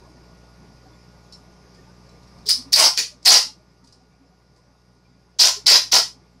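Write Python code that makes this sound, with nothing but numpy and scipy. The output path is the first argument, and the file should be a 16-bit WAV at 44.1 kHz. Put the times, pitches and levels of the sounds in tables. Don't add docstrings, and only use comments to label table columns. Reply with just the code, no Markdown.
import sys
import numpy as np
from scipy import signal
from scipy.fft import rfft, irfft, next_fast_len
from scipy.io import wavfile
from scipy.ndimage import uniform_filter1d, minimum_filter1d, map_coordinates

SR = 44100
rng = np.random.default_rng(int(sys.argv[2]) if len(sys.argv) > 2 else 0)


def boost_factor(decibels):
    exponent = np.asarray(decibels, float) / 20
    return 10 ** exponent


def to_wav(sig):
    pcm = np.clip(np.atleast_2d(sig), -1, 1) * 32767
    pcm = np.round(pcm).astype(np.int16)
    wavfile.write(sys.argv[1], SR, pcm.T)


N = 282240

# start_s, length_s, rip_db, tension_db, fizz_db
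JERKS = [
    (2.464, 0.0052, -25.5, -57, -9.5),
    (2.49, 0.014, -12.5, -35, -8.5),
    (2.729, .009, -11.5, -30.5, -5.5),
    (2.758, .11, -12, -11, -8.5),
    (2.975, .025, -15.5, -21.5, -13),
    (3.257, 0.11, -6.5, -14.5, -10),
    (5.394, 0.091, -10.5, -17, -13.5),
    (5.667, 0.1, -8.5, -15.5, -12.5),
    (5.922, .063, -10, -13, -12.5),
]


def unit(x):
    return x / np.sqrt(np.mean(x ** 2) + 1e-20)


def along(points, hz):
    f, v = np.transpose(points)
    return np.interp(np.log(hz + 1), np.log(f + 1), v)


def wobble(rate):
    knots = rng.standard_normal(int(N * rate / SR) + 4)
    return map_coordinates(knots, [np.arange(N) * rate / SR])


def filtered(x, response):
    m = next_fast_len(N + SR // 2)
    h = response(np.fft.rfftfreq(m, 1 / SR))
    h = h / np.sqrt(np.mean(abs(h) ** 2))
    return irfft(rfft(x, m) * h, m)[:N]


def causal(gain):
    def response(hz):
        c = irfft(np.log(gain(hz) + 1e-4))
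        c[1:len(c) // 2] *= 2
        c[len(c) // 2 + 1:] = 0
        return np.exp(rfft(c))
    return response


def colour(spectrum):
    return causal(lambda hz: boost_factor(along(spectrum, hz)))


def modes(table):
    def gain(f):
        total = 0
        for centre, width, db in table:
            damping = (f * width) ** 2
            total = total + boost_factor(db) ** 2 * damping / ((centre * centre - f * f) ** 2 + damping)
        return total ** 1.06
    return causal(gain)


def patchy(x, depth_db, size):
    z = signal.stft(x, nperseg=size)[2]
    field = uniform_filter1d(rng.standard_normal(z.shape), size=5, axis=0)
    field = uniform_filter1d(field, size=8, axis=1)
    return unit(signal.istft(z * boost_factor(depth_db * unit(field)), nperseg=size)[1][:N])


def bubbles(rows):
    t, out = np.arange(-SR // 16, SR // 16) / SR, np.zeros(N + SR)
    for s, hz, db in rows:
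        life = 0.012 + 1.6 / hz
        tone = np.sin(2 * np.pi * hz * t * (1 + .004 * t / life)) * np.exp(-(t / life) ** 2)
        out[round(s * SR):][:len(t)] += boost_factor(db) * tone
    return out[SR // 16:][:N]


def small_bubbles(count, db):
    u, v, w = rng.random((count, 3)).T
    pitch_hz = 250 * 2 ** (3.1 * v)
    return bubbles(np.transpose([u * N / SR, pitch_hz, db + 5 * w - 16 * v]))


def clear_bubbles():
    # peak_time_s, pitch_hz, peak_db
    clear_rows = [(0.03, 384, -56), (0.03, 944, -60), (0.08, 640, -60), (0.165, 243, -55),
                  (0.868, 755, -55.5), (1.791, 1820, -62), (1.881, 895, -58), (1.901, 1510, -64),
                  (2.395, 234, -55), (2.474, 419, -47.5), (2.599, 248, -44.5), (2.674, 272, -48),
                  (3.133, 600, -58), (3.158, 253, -57), (3.472, 260, -57), (3.497, 857, -54),
                  (3.602, 626, -64), (3.846, 260, -62), (3.846, 933, -63.5), (4.016, 750, -63.5),
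                  (4.031, 258, -63), (4.22, 269, -56.5), (4.33, 742, -65.5), (4.59, 1010, -68),
                  (4.669, 586, -67), (5.059, 2370, -71), (5.113, 250, -64), (5.582, 412, -47),
                  (6.171, 263, -58.5), (6.366, 254, -59.5)]
    return bubbles(clear_rows)


def kitchen():
    # pitch_hz, level_db
    hum_lines = [(60, 2), (120, -0.5), (180, -2), (240, -13), (300, -10.5), (360, -12), (420, -8.5),
                 (480, -14.5), (1140, -36), (1200, -13.5), (1440, -12), (4801, -17.5), (4981, -20),
                 (5101, -25)]
    # frequency_hz, density_db (per Hz)
    air_spectrum = [(25, -15.5), (90, -7), (170, 1), (260, -10.5), (410, -12.5), (1150, -16), (1400, -24.5),
                    (2350, -23.5), (3100, -31), (4300, -26.5), (5000, -18.5), (7700, -35.5), (11800, -36.5),
                    (15500, -71.5)]
    # time_s, gain_db
    gain_curve = [(0.0, -53), (1.5, -53.5), (2.74, -52), (2.9, -59), (3.45, -57), (3.85, -60.5), (5.4, -61),
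                  (5.63, -54.5), (6.1, -57), (6.4, -60)]
    t = np.arange(N) / SR
    hum, buzz = np.zeros(N), np.zeros(N)
    for hz, db in hum_lines:
        phase = 2 * np.pi * (hz * t + 0.18 * rng.random())
        hum -= boost_factor(db + .8 * wobble(2.4)) * np.cos(phase)
    for hz in 60.01 * np.arange(9, 112):
        db = along(air_spectrum, hz) + rng.standard_normal()
        buzz += boost_factor(db) * np.sin(2 * np.pi * (hz * t + rng.random()))
    flow = patchy(rng.standard_normal(N), depth_db=2.5, size=512)
    air = unit(filtered(flow, lambda hz: boost_factor(along(air_spectrum, hz))))
    mix = boost_factor(-2.5) * hum + boost_factor(-4.5) * buzz + boost_factor(-2.0) * air + small_bubbles(count=190, db=-3)
    return boost_factor(np.interp(t, *np.transpose(gain_curve))) * mix


def walls(x):
    # frequency_hz, t60_s
    decay_times = [(200, 0.075), (1000, 0.23), (5000, 0.27), (11000, 0.26), (15000, .17)]
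    out = np.zeros(N + SR)
    starts = [round((s + part * length) * SR) for s, length, *_ in JERKS for part in (0, .5)]
    edges = [0] + sorted(starts) + [N]
    for a, b in zip(edges, edges[1:]):
        hz, t, z = signal.stft(rng.standard_normal(SR // 2), SR, nperseg=256)
        decay_db = -60 * t / along(decay_times, hz)[:, None] - 1300 * t ** 3
        tail = signal.istft(z * boost_factor(decay_db), SR, nperseg=256)[1]
        wet = signal.fftconvolve(x[a:b], tail / np.linalg.norm(tail))
        out[a + 130:][:len(wet)] += wet
    return out[:N]


def twangs():
    # start_s, pitch_hz, level_db, t60_s
    twang_rows = [(1.321, 4000, -44, .06), (1.324, 4450, -41, .05), (1.322, 5350, -43, .1),
                  (1.333, 4500, -44, .04), (1.332, 5400, -45, .05), (1.337, 4050, -46, .09),
                  (1.344, 5330, -40, .07), (1.352, 4600, -49, .05), (.93, 3500, -58, .09),
                  (2.09, 4000, -58, .12), (2.27, 5600, -57, .12), (3.925, 5500, -61, .12)]
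    t, waver, out = np.arange(N) / SR, 0.7 * wobble(150), np.zeros(N)
    for s, hz, db, t60 in twang_rows:
        rise = np.clip((t - s) / .006, 0, 1)
        decay = boost_factor(db - 60 * abs(t - s) / t60)
        out += rise * decay * np.sin(2 * np.pi * hz * t + waver)
    return out


def slips(per_second, grain_db):
    hit = rng.random(N) < per_second / SR
    size = hit * boost_factor(grain_db * rng.exponential(1, N))
    spray = signal.lfilter([1], [1, -np.exp(-1 / (0.0015 * SR))], size)
    clicks = 0.46 * size * np.sign(rng.standard_normal(N))
    raw = clicks + (spray + .5) * rng.standard_normal(N)
    return raw / np.sqrt(abs(uniform_filter1d(raw ** 2, size=SR // 40)))


def picking():
    # start_s, peak_db; the two near 3.23 s are a faint creak leading into the strongest pull
    pick_rows = [(1.32, -37), (1.7419, -48), (2.0894, -52), (2.2283, -54), (2.2697, -49.5), (2.379, -51),
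                 (3.222, -42.5), (3.238, -42), (3.8394, -47.5), (3.8694, -47.5), (3.921, -45),
                 (4.56, -51.5)]
    # frequency_hz, density_db (per Hz)
    pick_spectrum = [(3000, -26.5), (3700, -17.5), (4100, -10.5), (4700, -6), (5350, -8), (5900, -12.5),
                     (7700, -18.5), (10000, -24), (15000, -52)]
    t60_s = 0.078
    t, shape = np.arange(N) / SR, np.zeros(N)
    for s, db in pick_rows:
        decay = boost_factor(db - 5.5 - 60 * abs(t - s) / t60_s)
        shape += (t >= s) * decay * np.clip((t - s) / .006, 0, 1)
    return filtered(shape * slips(400, 1.4), colour(pick_spectrum))


def jerk_levels():
    # roll_db, film_db, start_db
    grip = [(-14.5, -28.5, -4), (-13, -19.5, -2), (-14, -19.5, -1), (-11.5, -11.5, -7.5), (-2.5, -13, -1.5),
            (-11.5, -12, -7), (-12.5, -15.5, -3), (-9.5, -13.5, -2.5), (-9, -14, -2)]
    creep_s, release_s, release_db_per_s = 0.0073, .045, 701
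    sag_db, fizz_sag_db = -3.97, -2.5
    core_lag_s, core_lag_db = 0.058, -6
    film_lag_s, film_lag_db = 0.0074, -2
    attack_share = .25
    t, level = np.arange(N) / SR, np.full((5, N), -120.)
    for (s, length, rip_db, tension_db, fizz_db), (roll_db, film_db, start_db) in zip(JERKS, grip):
        on = (t >= s - creep_s) & (t < s + length + release_s)
        u = t[on] - s

        def late(lag_s, lag_db):
            return lag_db * np.clip(1 - u / lag_s, 0, 1)

        done = np.clip(u / length, 0, 1)
        creep = (u < 0) * (-3 + 13 * u / creep_s)
        release = -release_db_per_s * np.maximum(u - length, 0)
        rip = rip_db + late(attack_share * length, start_db) + creep + sag_db * done + release
        core = tension_db + late(core_lag_s, core_lag_db)
        film = film_db + late(film_lag_s, film_lag_db)
        fizz = fizz_db + fizz_sag_db * done - 7.5 * (u < 0)
        level[:, on] = np.maximum(level[:, on], rip + [0 * u, core, film, fizz, core + roll_db])
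    return level


def tape():
    # start_s, peak_db
    snap_rows = [(2.469, -17.5), (2.4888, -4), (2.4934, -5), (2.5004, -2), (2.5044, -4), (2.5294, -12),
                 (2.7319, 3.5), (2.7334, 3), (2.9759, 11.5), (3.3642, 1.5), (5.3884, -34.5), (5.3936, -8.5),
                 (5.6685, -0.5), (5.9264, 13)]
    # frequency_hz, density_db (per Hz)
    rip_spectrum = [(2400, -57), (3100, -20.5), (3600, -12.5), (4100, -7.5), (4500, -3.5), (4900, -0.5),
                    (5500, -2.5), (6300, -9), (7600, -14.5), (9500, -46)]
    fizz_spectrum = [(4120, -21), (7000, -4), (7650, 4.5), (9540, 0), (14900, -17.5), (15800, -25.5)]
    hiss_spectrum = [(8000, -31.5), (11000, -6), (13000, -2), (15800, -1)]
    # pitch_hz, width_hz, level_db
    core_modes = [(480, 69, -5.5), (700, 280, 5), (987.5, 180, 3.5), (1330, 350, 1.76)]
    film_modes = [(1470, 630, 2), (1960, 320, 3.5), (2507, 770, 4.5), (3140, 500, 4)]
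    roll_modes = [(191.8, 130, -3.5), (293, 140, -0.5), (456.3, 130, 4)]
    force = patchy(slips(800, 1), depth_db=3.5, size=128)
    shake = patchy(slips(800, 1.1), depth_db=1.2, size=1024)
    level = jerk_levels()
    rip, film, fizz = colour(rip_spectrum), modes(film_modes), colour(fizz_spectrum)
    voices = (rip, modes(core_modes), film, fizz, modes(roll_modes))
    drives = (force, shake, shake, force, shake)
    body = sum(filtered(drive * boost_factor(db), voice) for drive, db, voice in zip(drives, level, voices))
    hiss = patchy(slips(2000, 1.2), depth_db=2.5, size=128) * boost_factor(level[3] - 8.5)
    body = body + filtered(hiss, colour(hiss_spectrum))
    snaps = np.zeros(N)
    for s, db in snap_rows:
        snaps[round(s * SR)] = boost_factor(db)
    crack = filtered(snaps, rip) + boost_factor(-19.5) * filtered(snaps, fizz) + boost_factor(-21.0) * filtered(snaps, film)
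    return body + crack


def scene():
    no_bass = signal.butter(3, 150, "high", fs=SR, output="sos")
    near = signal.sosfilt(no_bass, tape() + picking())
    background = kitchen() + boost_factor(4.5) * clear_bubbles()
    return (near + boost_factor(-2.0) * walls(near) + boost_factor(0.5) * twangs() + background)[None]


def low_pass(x):
    return signal.sosfilt(signal.butter(12, 16450, fs=SR, output="sos"), x)


def record(dry):
    rate = 1 / (.06 * SR)
    power = signal.lfilter([rate], [1, rate - 1], dry ** 2)
    x = boost_factor(-0.5) * dry * (1 + power / boost_factor(-11) ** 2) ** -.25
    room_left = np.minimum(1, .8 / (abs(x) + 1e-9))
    x = x * uniform_filter1d(minimum_filter1d(room_left, size=120), size=60)

    def edge(hz):
        return np.clip((15850 - hz) / 150, 0, 1) ** 2

    return low_pass(filtered(x[0], edge)[None])


dry = scene()
out = record(dry)
to_wav(out)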